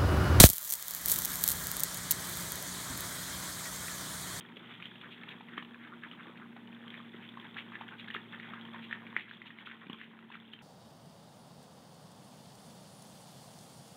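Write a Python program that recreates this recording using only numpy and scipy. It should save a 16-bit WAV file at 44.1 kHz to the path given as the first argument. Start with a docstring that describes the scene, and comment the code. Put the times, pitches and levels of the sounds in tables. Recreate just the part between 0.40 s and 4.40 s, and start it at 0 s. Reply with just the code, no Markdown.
"""Outdoors, beside a water gun aimed at the sky. Air and water spit from the nozzle in a burst,
and slugs of water slap loudly on the microphone. The jet sputters, then hisses steadily as the
pressure recovers. Stray drops tick on the microphone housing and thin out; two soft handle knocks
and two faint drips follow. Underneath are a low rumble and the hum of the pump motor."""
import sys
import numpy as np
from scipy import signal
from scipy.io import wavfile
from scipy.ndimage import uniform_filter1d

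SR = 44100
rng = np.random.default_rng(int(sys.argv[2]) if len(sys.argv) > 2 else 0)


def log_audio(samples):
    """Write samples as a 16-bit WAV file to the path given in sys.argv[1]."""
    # one column per channel
    frames = np.atleast_2d(samples).T
    # limit to full scale, then quantise
    limited = np.clip(frames, -1, 1)
    pcm = np.round(limited * 32767).astype(np.int16)
    wavfile.write(sys.argv[1], SR, pcm)


N = 176400
T = np.arange(N) / SR

# water pressure behind the jet (time [s], level [dB])
PRESSURE_DB = [(0, -2.5), (.15, -10), (.25, -10.5), (.4, -7.5), (.55, -4), (.635, -4), (.675, 0), (1.64, 0),
               (2.6, 0), (4, -.5)]
# jet hiss (frequency [Hz], relative density [dB])
JET_SPECTRUM = [(20, -40), (250, -20), (480, -8.5), (640, -0.5), (790, -7), (1000, -0.5), (1250, -0.5),
                (2020, -1), (2330, -7.5), (2750, -14.5), (3200, -2.5), (4200, -3.5), (4900, -6.5),
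                (5700, -6.5), (6450, -3), (9250, -3.5), (10300, -11), (11100, -7.5), (13000, -12.5),
                (15800, -14)]
# air in the nozzle (frequency [Hz], relative density [dB])
FIZZ_SPECTRUM = [(1000, -17.5), (5000, -16), (6000, 2), (7200, -4), (9500, -5), (15000, -15)]
# nozzle whistle (time [s], level [dB])
WHISTLE_DB = [(.6, -71), (1.1, -52), (1.3, -58), (2.6, -64), (4, -64)]
# opening crackle (time [s], level [dB])
BURST_DB = [(0, -6), (.005, -9.5), (.015, -16), (.03, -18.5), (.04, -20), (.055, -21), (.068, -25),
            (.078, -47), (.12, -66)]
# opening crackle (frequency [Hz], relative gain [dB])
BURST_SPECTRUM = [(100, 11.5), (350, -3.5), (650, -3), (900, -4), (1800, -2), (2600, -8), (3800, 3.5),
                  (5200, 0), (9000, 3.5), (15500, -1), (17000, -30)]
# water slugs on the microphone (time [s], thump level [dB], slap peak [dB])
SLUG_HITS = [(.003, -16, 0), (.0085, -8, -10.5), (.0386, -20.5, 5.5), (0.0403, -1.5, 4.5),
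             (.0905, -40, -31), (.1008, -33.5, -29), (.133, -52, -41)]
# slap of a slug (frequency [Hz], relative gain [dB])
SLAP_SPECTRUM = [(60, 2.5), (300, -13), (650, 6.5), (950, -0.5), (2400, -1), (4200, -0.5), (5200, -15.5),
                 (16000, -19)]
# large drops (time [s], relative level [dB])
DROP_HITS = [(.0348, 8), (.0451, 0), (.0522, 3), (.0603, 0), (.0624, -2), (.069, -4), (.0724, -8),
             (.0904, -7), (.1007, -3.5), (.1052, -8.5), (.1329, -11), (.1823, -11.5), (.3023, -11),
             (.3091, -11), (.3238, -7), (.3283, -11), (.3378, -7.5), (.353, -18), (.426, -16.5),
             (.4828, -12.5), (.5091, -13), (.5492, -12), (.6594, -6), (.6772, -20), (.6834, -8),
             (.6852, -10), (.6973, -10), (.6996, -8), (.7057, -14), (.7099, -20), (.717, -1.5), (.7205, -6),
             (.7253, -6.5), (.761, -9), (.7885, -9), (.8202, -13.5), (.8499, -9), (.8522, -15), (.856, -8),
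             (.919, -17), (.957, -12.5), (1.039, -2.5), (1.041, -6), (1.0648, -15), (1.0783, -2.5),
             (1.0887, -3), (1.0976, -10), (1.1037, -8.5), (1.1178, -7), (1.2702, -11), (1.3158, -11),
             (1.3682, -12), (1.3973, -12), (1.4048, -10), (1.4355, -2), (1.4389, -11.5), (1.446, -17),
             (1.5454, -15.5), (1.5727, -17), (1.7098, -2), (1.7122, -5), (1.7145, -6), (1.7164, -5),
             (1.7221, -7.5), (1.872, -22), (1.896, -19), (1.972, -17), (2.1206, -12.5), (2.157, -19),
             (2.226, -18), (2.576, -20), (2.6072, -15.5)]
# drop on the housing (frequency [Hz], relative gain [dB])
TICK_SPECTRUM = [(100, -27), (500, -21), (1800, -22.5), (2600, -20), (3300, -12.5), (4300, -10),
                 (5000, -12.5), (6800, -6.5), (8700, -6), (10300, -5.5), (11500, -3), (13500, 0),
                 (15500, -3.5), (17000, -7)]
# stray spray on the housing (time [s], level [dB])
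SPRAY_DB = [(.075, -31), (.11, -38.5), (.2, -39), (.275, -40.5), (.32, -40), (.345, -36.5), (.37, -45.5),
            (.44, -47.5), (.54, -40), (.61, -43.5), (.665, -40), (.715, -28), (.78, -37.5), (.88, -42.5),
            (.93, -39), (1, -40.5), (1.09, -35.5), (1.18, -41), (1.39, -47), (1.47, -52), (1.8, -50.5),
            (1.96, -45), (2.3, -58), (2.65, -50.5), (4, -58)]
# nearby drips (time [s], splat frequency [Hz], level [dB])
DRIP_HITS = [(3.255, 2260, -36.5), (3.482, 2113, -32)]
# knocks on the handle (time [s], level [dB])
KNOCK_HITS = [(2.503, -37.5), (2.518, -39.5)]
# handle modes (frequency [Hz], relative level [dB], T60 [s])
HANDLE_MODES = [(124, -3, 0.21), (244, -3, 0.2)]
# pump load (time [s], level [dB])
LOAD_DB = [(0, -3), (.2, -25.5), (.44, -17.5), (.54, -11), (.635, -5.5), (.68, 0.5), (2, 0.5), (2.7, 0.5),
           (4, -0.5)]
# motor hum (shaft order [1], relative level [dB])
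HUM_ORDERS = [(2, -10), (4, -5.5), (5, -2.5), (6, 2.5), (7, -11), (8, -9), (9, -8.5), (10, -14), (13, -9)]
# outdoor rumble (frequency [Hz], relative density [dB])
RUMBLE_SPECTRUM = [(20, -37), (38, -16), (62, 2), (100, 0), (160, -0.5), (230, -5.5), (330, -4.5),
                   (450, -11.5), (800, -36.5)]


def amp(db):
    """Decibels to gain."""
    return 10 ** (np.asarray(db) / 20)


def unit(x):
    """Scale to rms 1."""
    return x / np.sqrt(np.mean(x ** 2) + 1e-20)


def envelope(points):
    """Gain per sample from (time [s], level [dB])."""
    return amp(np.interp(T, *np.transpose(points)))


def spectrum_db(spectrum, hz):
    """Interpolate on a log-frequency axis."""
    points_hz, points_db = np.transpose(spectrum)
    return np.interp(np.log(hz + 1), np.log(points_hz + 1), points_db)


def add(mix, start_s, sound):
    """Mix in place at start_s."""
    part = mix[max(round(start_s * SR), 0):][:len(sound)]
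    part += sound[:len(part)]


def click(spectrum, size=2048):
    """Minimum-phase click, peak 1."""
    hz = abs(np.fft.fftfreq(size, 1 / SR))
    log_gain = np.log(amp(spectrum_db(spectrum, hz)))
    response = np.exp(np.conj(signal.hilbert(log_gain)))
    pulse = np.fft.ifft(response).real[:size // 2]
    return pulse / abs(pulse).max()


def ticks(hits, spectrum):
    """One coloured click per impact."""
    return signal.oaconvolve(hits, click(spectrum))[:N]


def patter(rate_per_s, spread_db, cap):
    """Random impacts, mostly small; sizes span cap * spread_db."""
    sizes = amp(spread_db * np.minimum(rng.exponential(1, N), cap))
    return sizes * rng.choice([-1, 1], N) * (rng.random(N) < rate_per_s / SR)


def coloured_noise(spectrum, patch_db, flicker_db, size=512):
    """Noise with drifting spectral patches and all-band flicker, rms 1."""
    hz, hop = np.fft.rfftfreq(size, 1 / SR), size // 4
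    real, imag, patches = rng.standard_normal((3, N // hop + 5, len(hz)))
    patches = uniform_filter1d(patches, size=14, axis=0)
    patches = unit(uniform_filter1d(patches, size=8, axis=1))
    flicker = unit(uniform_filter1d(rng.standard_normal(len(real)), size=5))[:, None]
    gain = amp(spectrum_db(spectrum, hz) + patch_db * patches + flicker_db * flicker)
    frames = (real + 1j * imag) * gain
    return unit(signal.istft(frames.T, nperseg=size, noverlap=size - hop)[1][:N])


def narrow_noise(hz, width_hz):
    """Noise band around a steady or moving centre, rms 1."""
    pole = np.exp(-np.pi * width_hz / SR)
    real, imag = rng.standard_normal((2, N))
    baseband = signal.lfilter([1], [1, -2 * pole, pole * pole], real + 1j * imag)
    carrier = np.exp(2j * np.pi * np.cumsum(hz * np.ones(N)) / SR)
    return unit((baseband * carrier).real)


def jet(hiss_db=-41, body_hz=900, fizz_db=-42, fizz_at_s=0.31, fizz_width_s=0.033):
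    """The nozzle hisses with the pressure, fizzes once as it fills and whistles faintly."""
    fizz = amp(fizz_db) * coloured_noise(FIZZ_SPECTRUM, patch_db=2, flicker_db=2)
    fizz *= np.exp(-((T - fizz_at_s) / fizz_width_s) ** 2)
    whistle = envelope(WHISTLE_DB) * narrow_noise(hz=1665, width_hz=68)
    pressure = envelope(PRESSURE_DB)
    hiss = coloured_noise(JET_SPECTRUM, patch_db=1.37, flicker_db=0.38)
    body = signal.sosfiltfilt(signal.butter(2, body_hz, fs=SR, output="sos"), hiss)
    hiss = hiss - body + body * pressure ** 0.34  # lows fade faster as pressure falls
    return amp(hiss_db) * pressure * hiss + fizz + whistle


def burst(top_hz=365, end_hz=55, sag_s=0.0034, thump_decay_s=0.0102, crack_db=-6, crack_decay_s=0.0008):
    """Air and water crackle out; each slug hits with a slap, a crack and a falling thump."""
    hits = unit(patter(rate_per_s=1800, spread_db=4.2, cap=2.6))
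    rush = amp(-3.5) * rng.standard_normal(N)
    out = envelope(BURST_DB) * unit(ticks(hits + rush, BURST_SPECTRUM))
    t = T[:SR // 5]
    thump_hz = end_hz + (top_hz - end_hz) * np.exp(-t / sag_s)
    thump = -np.sin(2 * np.pi * np.cumsum(thump_hz) / SR) * np.exp(-t / thump_decay_s)
    for start_s, thump_db, slap_db in SLUG_HITS:
        crack = rng.standard_normal(len(t)) * np.exp(-t / crack_decay_s)
        add(out, start_s, amp(thump_db) * thump)
        add(out, start_s, amp(slap_db) * click(SLAP_SPECTRUM))
        add(out, start_s, amp(slap_db + crack_db) * crack)
    return out


def drops(gain_db=0.5, splash_db=-9, splash_decay_s=0.0011):
    """Large drops hit the housing: one sharp tick and a tiny splash each."""
    hits, t = np.zeros(N), T[:512]
    for start_s, db in DROP_HITS:
        splash = rng.standard_normal(len(t)) * np.exp(-t / splash_decay_s)
        hit = amp(splash_db) * splash / np.linalg.norm(splash)
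        hit[0] = 1  # the tick
        add(hits, start_s, amp(db + gain_db) * hit)
    return ticks(hits, TICK_SPECTRUM)


def spray(mist_db=-10.5, clump_db=8):
    """Droplets and clumps of fine mist land on the housing."""
    clumps = amp(clump_db * unit(uniform_filter1d(rng.standard_normal(N), size=200)))
    droplets = unit(patter(rate_per_s=1800, spread_db=5, cap=3.6))
    mist = amp(mist_db) * unit(clumps * rng.standard_normal(N))
    return envelope(SPRAY_DB) * unit(ticks(droplets + mist, TICK_SPECTRUM))


def drips(splat_decay_s=0.0029, ring_db=-12, ring_ratio=0.87, sag_hz_per_s=2800, ring_decay_s=0.043):
    """Each drip lands with a small splat and a short falling ring."""
    out = np.zeros(N)
    for start_s, hz, db in DRIP_HITS:
        splat = narrow_noise(hz, width_hz=800) * np.exp(-T / splat_decay_s)
        ring = narrow_noise(hz * ring_ratio - sag_hz_per_s * T, width_hz=47) * np.exp(-T / ring_decay_s)
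        add(out, start_s, amp(db) * (splat + amp(ring_db) * ring))
    return out


def knocks():
    """Soft knocks ring two low, damped handle modes."""
    out, t = np.zeros(N), T[:SR // 2]
    ring = sum(amp(db - 60 * t / t60_s) * np.sin(2 * np.pi * hz * t) for hz, db, t60_s in HANDLE_MODES)
    for start_s, db in KNOCK_HITS:
        add(out, start_s, amp(db) * ring)
    return out


def pump(shaft_hz=30.08, speed_waver=0.003, hum_db=-56.5, rumble_db=-51.7):
    """Wavering shaft orders in a low rumble; both levels follow the load."""
    drift = unit(np.interp(T, np.linspace(0, T[-1], 24), rng.standard_normal(24)))
    turns = np.cumsum(shaft_hz * (1 + speed_waver * drift)) / SR
    hum = sum(amp(db) * np.sin(2 * np.pi * (order * turns + rng.random())) for order, db in HUM_ORDERS)
    rumble = coloured_noise(RUMBLE_SPECTRUM, patch_db=2, flicker_db=0, size=4096)
    return envelope(LOAD_DB) * (amp(hum_db) * np.sqrt(2) * hum + amp(rumble_db) * rumble)


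def scene():
    """All sources at one microphone."""
    return (jet() + pump() + spray() + drops() + burst() + knocks() + drips())[None]


def record(dry):
    """Clip the burst's peaks at full scale, then a 16 kHz low-pass."""
    lowpass = signal.firwin(301, 16000, window=("kaiser", 8), fs=SR)
    return signal.oaconvolve(np.clip(dry, -1, 1), lowpass[None], "same")


dry = scene()
out = record(dry)
log_audio(out)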